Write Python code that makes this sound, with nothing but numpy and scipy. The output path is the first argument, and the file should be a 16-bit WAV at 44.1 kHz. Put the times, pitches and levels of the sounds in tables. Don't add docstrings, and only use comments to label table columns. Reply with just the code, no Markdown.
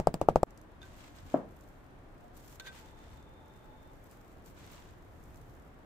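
import sys
import numpy as np
from scipy import signal
from scipy.fft import rfft, irfft, next_fast_len
from scipy.io import wavfile
from scipy.ndimage import uniform_filter1d

SR = 44100
rng = np.random.default_rng(int(sys.argv[2]) if len(sys.argv) > 2 else 0)


def master_out(mix):
    frames = np.transpose(np.atleast_2d(mix))
    ceiling = np.clip(frames, -1, 1)
    pcm = np.round(ceiling * 32767).astype(np.int16)
    wavfile.write(sys.argv[1], SR, pcm)


N = 257984
STOP_S = 0.439

# f/Hz, level/dB
FINE_COLOUR = [(2000, -4), (4500, -2.5), (7500, 1.5), (9700, -6), (12500, 0.5), (15500, -1.5)]
# f/Hz, left-right likeness
RUMBLE_IMAGE = [(60, 0.64), (150, 1), (380, 0.51), (700, 0.49), (1300, 0), (15000, 0.034)]


def pestle():
    # t/s, thud level/dB, push level/dB, crushing time/s, ping level/dB, ping centre f/Hz
    blows = [(0.0, -24, -18, 0.00047, -46, 5000), (0.0717, -10, -16.5, .0006, -26.5, 6040),
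             (0.1421, -28.5, -23, .0012, -31, 6200), (0.2145, -18, -22.5, .00043, -42, 3500),
             (0.2869, -7.5, -19, .00057, -35, 2180), (0.3589, -11, -14.5, .0011, -32.5, 3970),
             (0.4318, -12.5, -19.5, .0015, -34, 7950)]
    # f/Hz, level/dB, t60/s
    stone_modes = [(2690, -2.5, 0.011), (4940, -4, 0.0097), (7600, -2, 0.0074), (8700, -17, 0.028)]
    # f/Hz, level/dB
    crunch_colour = [(800, 1), (1800, 10), (3500, 0.5), (7500, 4), (9500, -7), (13000, -3), (15500, -5.5)]
    crunch_db = -36
    dull, crisp, t = np.zeros((2, N)), np.zeros((2, N)), np.arange(SR // 3) / SR
    for s, thud_db, push_db, crush_s, ping_db, centre_hz in blows:
        push = np.interp(t, [0, crush_s + 0.00042, crush_s + 0.0011], [0, 1, 0])
        add(dull, s - crush_s, -amp(push_db) * push * lean(-0.7))
        body = amp(thud_db) * thud(t, pitch_hz=706 + 4 * thud_db)
        rebound = amp(push_db - 16.5) * swell(t, 0.0097) * np.sin(2 * np.pi * 152 * t)
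        add(dull, s, body + rebound)
        cracks = unit(rng.standard_normal((2, len(t))) * amp(3.1 * rng.standard_normal(len(t))))
        crunch_gain = push + amp(-22 - 60 * t / 0.018) + amp(-18.5 - 60 * t / 0.1)
        add(crisp, s - crush_s, amp(crunch_db) * coloured(cracks, crunch_colour) * crunch_gain)
        ping = sum(around(hz, centre_hz, fall_db=11) * amp(db - 60 * t / t60)
                   * np.sin(2 * np.pi * hz * t) for hz, db, t60 in stone_modes)
        add(crisp, s - crush_s / 2, amp(ping_db) * ping * lean(-1.5))
        echo = room_echo(t, early_t60=0.081, late_t60=0.21, late_db=-7.5)
        add(crisp, s, amp(-21 + 0.48 * thud_db) * echo)
    cushioned = filtered(dull, lambda hz: 1 / np.sqrt(1 + (hz / 1500) ** 16))
    gate = np.clip((STOP_S - np.arange(N) / SR) * SR / 64, 0, 1)
    return (crisp + cushioned) * gate


def thud(t, pitch_hz):
    # multiple of the pitch, level/dB, time to peak/s, left lean/dB
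    bowl_modes = [(1, 3, 0.00091, 3), (1.64, -14.5, 0.0015, -1.5), (2.2, -31.5, .0012, 9)]
    return -sum(amp(db) * lean(left_db) * swell(t, peak_s) * np.sin(2 * np.pi * pitch_hz * ratio * t)
                for ratio, db, peak_s, left_db in bowl_modes)


def bowl_bump():
    # f/Hz, knock level/dB, time to peak/s, ring level/dB, t60/s
    bump_modes = [(167, -32.5, 0.0055, -37, 0.14), (273, -17, 0.0025, -33.5, 0.32),
                  (636, -18.5, 0.0028, -37, 0.1), (1066, -41, 0.0043, -43, 0.088),
                  (1570, -43, 0.0024, -57, 0.043)]
    land_s = 1.3418
    out, t = np.zeros((2, N)), np.arange(SR // 2) / SR
    add(out, land_s, amp(-26) * thud(t, pitch_hz=650))
    for hz, knock_db, peak_s, ring_db, t60 in bump_modes:
        knock = amp(knock_db) * swell(t, peak_s)
        ring = amp(ring_db - 60 * t / t60) * np.clip(t / peak_s, 0, 1)
        add(out, land_s, -(knock + ring) * np.sin(2 * np.pi * hz * t) * lean(1.5))
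    add(out, land_s + 0.00291, amp(-29.5) * room_echo(t, early_t60=0.28, late_t60=0.44, late_db=-5))
    return filtered(out, lambda hz: 1 / np.sqrt((1 + (hz / 2200) ** 4) * (1 + (165 / (hz + 1)) ** 8)))


def ring_clinks():
    # t/s, ringing level/dB, most excited f/Hz, scratch level/dB, time to peak force/s
    touches = [(0.816, -51, 3380, -59, 0.0015), (0.829, -52, 1900, -52, 0.0013),
               (2.597, -51, 1660, -41, 0.0026), (2.604, -54.5, 1820, -50, 0.0032),
               (2.635, -52, 1600, -59.5, 0.021), (2.658, -45, 2030, -49.5, 0.013)]
    # f/Hz, level/dB, t60/s
    wall_modes = [(1548, -1, 0.14), (1640, -11, 0.1), (1940, -11.5, .08), (2436, -15, 0.083),
                  (3440, -15, 0.052), (3600, 0, 0.077), (4900, -12, 0.065)]
    # f/Hz, level/dB
    scratch_colour = [(900, -1.5), (1600, -2), (2400, -0.5), (4300, 2), (5500, -12), (6400, -1.5),
                      (8000, -12.5), (15000, -16)]
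    out, t = np.zeros((2, N)), np.arange(SR // 3) / SR
    for s, ring_db, centre_hz, scratch_db, peak_s in touches:
        force = swell(t, peak_s)
        for hz, db, t60 in wall_modes:
            energy = np.abs(signal.fftconvolve(force ** 2, amp(-60 * t / t60) ** 2)[:len(t)])
            phase = rng.random() + 0.098 * rng.standard_normal((2, 1))
            jostle = np.cumsum(0.016 * force * rng.standard_normal(len(t)))
            tone = np.sin(2 * np.pi * (hz * t + phase + jostle))
            strength = amp(ring_db + db) * around(hz, centre_hz, fall_db=7.5)
            add(out, s, strength * np.sqrt(energy / energy.max()) * tone)
        scratch = coloured(rng.standard_normal((2, len(t))), scratch_colour)
        add(out, s, amp(scratch_db) * force * scratch)
    return out


def crumbs():
    # t/s, length/s, level/dB
    strokes = [(0.80, 0.22, -64), (0.96, 0.11, -59.5), (1.13, 0.052, -59.5), (1.24, 0.098, -61),
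               (2.6, 0.18, -64.5), (2.715, 0.079, -57), (2.83, 0.056, -64), (2.95, .22, -66.5),
               (4.545, 0.25, -60.5), (4.81, .09, -66.5)]
    # t/s, length/s, level/dB
    spills = [(2.325, 0.076, -69), (2.405, 0.038, -66), (2.455, 0.091, -66.5), (2.72, 0.036, -69),
              (4.08, 0.044, -68.5), (4.275, .035, -75), (4.43, 0.053, -66.5), (4.69, 0.037, -68)]
    # middle t/s, half length/s, level/dB
    sifts = [(1.66, 0.14, -79), (2.25, 0.047, -82), (3.58, 0.24, -82.5), (4.14, 0.24, -79),
             (5.34, 0.23, -76.5)]
    # f/Hz, level/dB
    coarse_colour = [(400, -4.5), (1000, 5), (2000, 2.5), (3500, 0.5), (5000, -4.5), (7800, -4),
                     (9500, -14.5), (15000, -19.5)]
    dig = gestures(strokes, attack_s=0.034, release_s=0.053)
    spill = gestures(spills, attack_s=0.048, release_s=0.032)
    sift = arches(sifts, rest_db=-88.5)
    trickle = np.sqrt(spill ** 2 + sift ** 2 + (amp(-16) * dig) ** 2)
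    churn = np.hypot(dig, amp(-0.5) * spill)
    coarse = churn * grains(coarse_colour, per_second=1300, spread_db=7.5, wash=1.36)
    fine = amp(6.5) * trickle * grains(FINE_COLOUR, per_second=700, spread_db=8.5, wash=1.0)
    cracks = (rng.random(N) < 90 / SR) * rng.standard_normal((2, N))
    grit = amp(-7) * (trickle + 0.3 * dig) * coloured(cracks, FINE_COLOUR)
    return coarse + fine + grit


def grains(spectrum, per_second, spread_db, wash):
    hits = (rng.random(N) < per_second / SR) * amp(spread_db * np.minimum(rng.exponential(size=N), 4))
    decay = np.exp(-np.arange(SR // 100) / (SR * 0.0017))
    patter = unit(np.sqrt(np.abs(signal.fftconvolve(hits ** 2, decay)[:N])))
    return coloured(rng.standard_normal((2, N)) * np.hypot(patter, wash), spectrum)


def crumb_ticks():
    # t/s, level/dB, centre f/Hz
    ticks = [(0.506, -55, 7050), (0.575, -50, 6460), (0.614, -56.5, 7500), (1.186, -51, 2780),
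             (1.564, -57, 13000), (1.609, -55.5, 7500), (2.375, -50, 11000), (3.226, -60, 5970),
             (3.829, -59.5, 10000), (4.041, -55, 12900), (4.112, -52.5, 10000), (4.717, -47, 14000),
             (5.238, -56.5, 9000), (5.358, -54.5, 8000)]
    out, t = np.zeros((2, N)), np.arange(SR // 10) / SR
    snap = amp(-5.5) * swell(t, peak_s=0.0011)
    echo = amp(-17 - 60 * t / 0.12)
    for s, db, centre_hz in ticks:
        hiss = coloured(rng.standard_normal((2, len(t))), FINE_COLOUR)
        crack = filtered(hiss, lambda hz: around(hz, centre_hz, fall_db=6.5))
        add(out, s, amp(db) * (snap + echo) * unit(crack))
    return out


def room_echo(t, early_t60, late_t60, late_db):
    # f/Hz, level/dB
    colour = [(40, 1), (100, -2.5), (160, 0), (250, -4.5), (400, -4), (650, -2), (1000, -12), (1500, -20),
              (2200, -29.5), (7500, -42), (10000, -42), (15000, -58)]
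    # f/Hz, left-right likeness
    image = [(100, 0.65), (600, 0.71), (1500, 0), (4000, 0)]
    early = stereo_noise(colour, image, len(t)) * amp(-60 * t / early_t60)
    late = filtered(stereo_noise(colour, image, len(t)), lambda hz: 0.39 + 0.73 / (1 + (hz / 380) ** 4))
    return (early + late * amp(late_db - 60 * t / late_t60)) * np.clip(t / 0.00092, 0, 1)


def whine():
    # start t/s, end t/s, f/Hz, level/dB
    tones = [(2.21, 2.365, 715, -61.5), (2.75, 3.583, 869, -66.5), (2.854, 3.92, 3583, -76),
             (3.593, 3.952, 864, -64)]
    out, t = np.zeros((2, N)), np.arange(N) / SR
    for start, end, centre_hz, db in tones:
        noise = rng.standard_normal((2, N))
        tone = unit(filtered(noise, lambda hz: 1 / (1 + ((hz / centre_hz - 1) / 0.018) ** 2)))
        fade = np.clip(np.minimum(t - start, end - t) / 0.025, 0, 1)
        out += amp(db) * tone * fade
    return out


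def handling():
    # middle t/s, half length/s, level/dB
    reaches = [(0.9, 0.092, -58), (1.24, .06, -54), (3.13, 0.11, -57), (4.58, 0.11, -58),
               (5.2, 0.32, -55.5)]
    # f/Hz, level/dB
    colour = [(20, -24), (50, 1.5), (85, 3.5), (150, -7), (300, -17.5), (800, -48), (3000, -90)]
    return arches(reaches, rest_db=-65.5) * stereo_noise(colour, RUMBLE_IMAGE, N)


def room_tone():
    # f/Hz, level/dB
    colour = [(12, -55), (20, 3.5), (44, -1.5), (148, -7.5), (191, -11), (289, -7.5), (439, -12.5),
              (667, -13.5), (857, -16), (985, -16.5), (1670, -21.5), (2760, -31.5), (3540, -34),
              (4810, -41), (15500, -50.5)]
    t, resume_s = np.arange(N) / SR, 0.467
    dip = uniform_filter1d(1.0 * ((t > STOP_S) & (t < resume_s)), size=200)
    return amp(-54.5 - 11 * dip) * stereo_noise(colour, RUMBLE_IMAGE, N) * lean(0.3)


def stereo_noise(spectrum, image, size):
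    def mid_side_gains(hz):
        angle = np.arccos(np.clip(along(image, hz), -1, 1)) / 2
        return np.array([np.cos(angle), np.sin(angle)])
    mid, side = filtered(rng.standard_normal((2, size)), mid_side_gains)
    return coloured(np.array([mid + side, mid - side]), spectrum)


def gestures(rows, attack_s, release_s):
    t, power = np.arange(N) / SR, np.zeros(N)
    for s, length, db in rows:
        rise = np.clip((t - s) / attack_s, 0, 1)
        fall = np.exp(-np.maximum(t - s - length, 0) / release_s)
        power += (amp(db) * rise * fall) ** 2
    return np.sqrt(power)


def arches(rows, rest_db):
    t = np.arange(N) / SR
    power = sum(amp(db) ** 2 * np.exp(-((t - s) / half) ** 2) for s, half, db in rows)
    return np.sqrt(amp(rest_db) ** 2 + power)


def swell(t, peak_s):
    u = np.maximum(t, 0) / peak_s
    return (u * np.exp(1 - u)) ** 2


def around(hz, centre_hz, fall_db):
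    return amp(-fall_db * np.log2((hz + 1) / centre_hz) ** 2)


def coloured(x, spectrum):
    return unit(filtered(x, lambda hz: amp(along(spectrum, hz))))


def filtered(x, response):
    n = x.shape[-1]
    padded = next_fast_len(n + 8192)
    return irfft(rfft(x, padded) * response(np.fft.rfftfreq(padded, 1 / SR)), padded)[..., :n]


def along(points, hz):
    freqs, values = np.transpose(points)
    return np.interp(np.log(hz + 1), np.log(freqs + 1), values)


def add(track, s, sound):
    start = max(round(s * SR), 0)
    track[:, start:start + sound.shape[-1]] += sound[..., :N - start]


def lean(left_db):
    return amp([[left_db], [-left_db]])


def amp(db):
    return 10 ** (np.asarray(db) / 20)


def unit(x):
    return x / np.sqrt(np.mean(x ** 2) + 1e-20)


def scene():
    foreground = pestle() + bowl_bump() + ring_clinks() + crumbs() + crumb_ticks()
    return foreground + whine() + handling() + room_tone()


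def record(dry):
    return filtered(dry, lambda hz: hz < 15600)


dry = scene()
out = record(dry)
master_out(out)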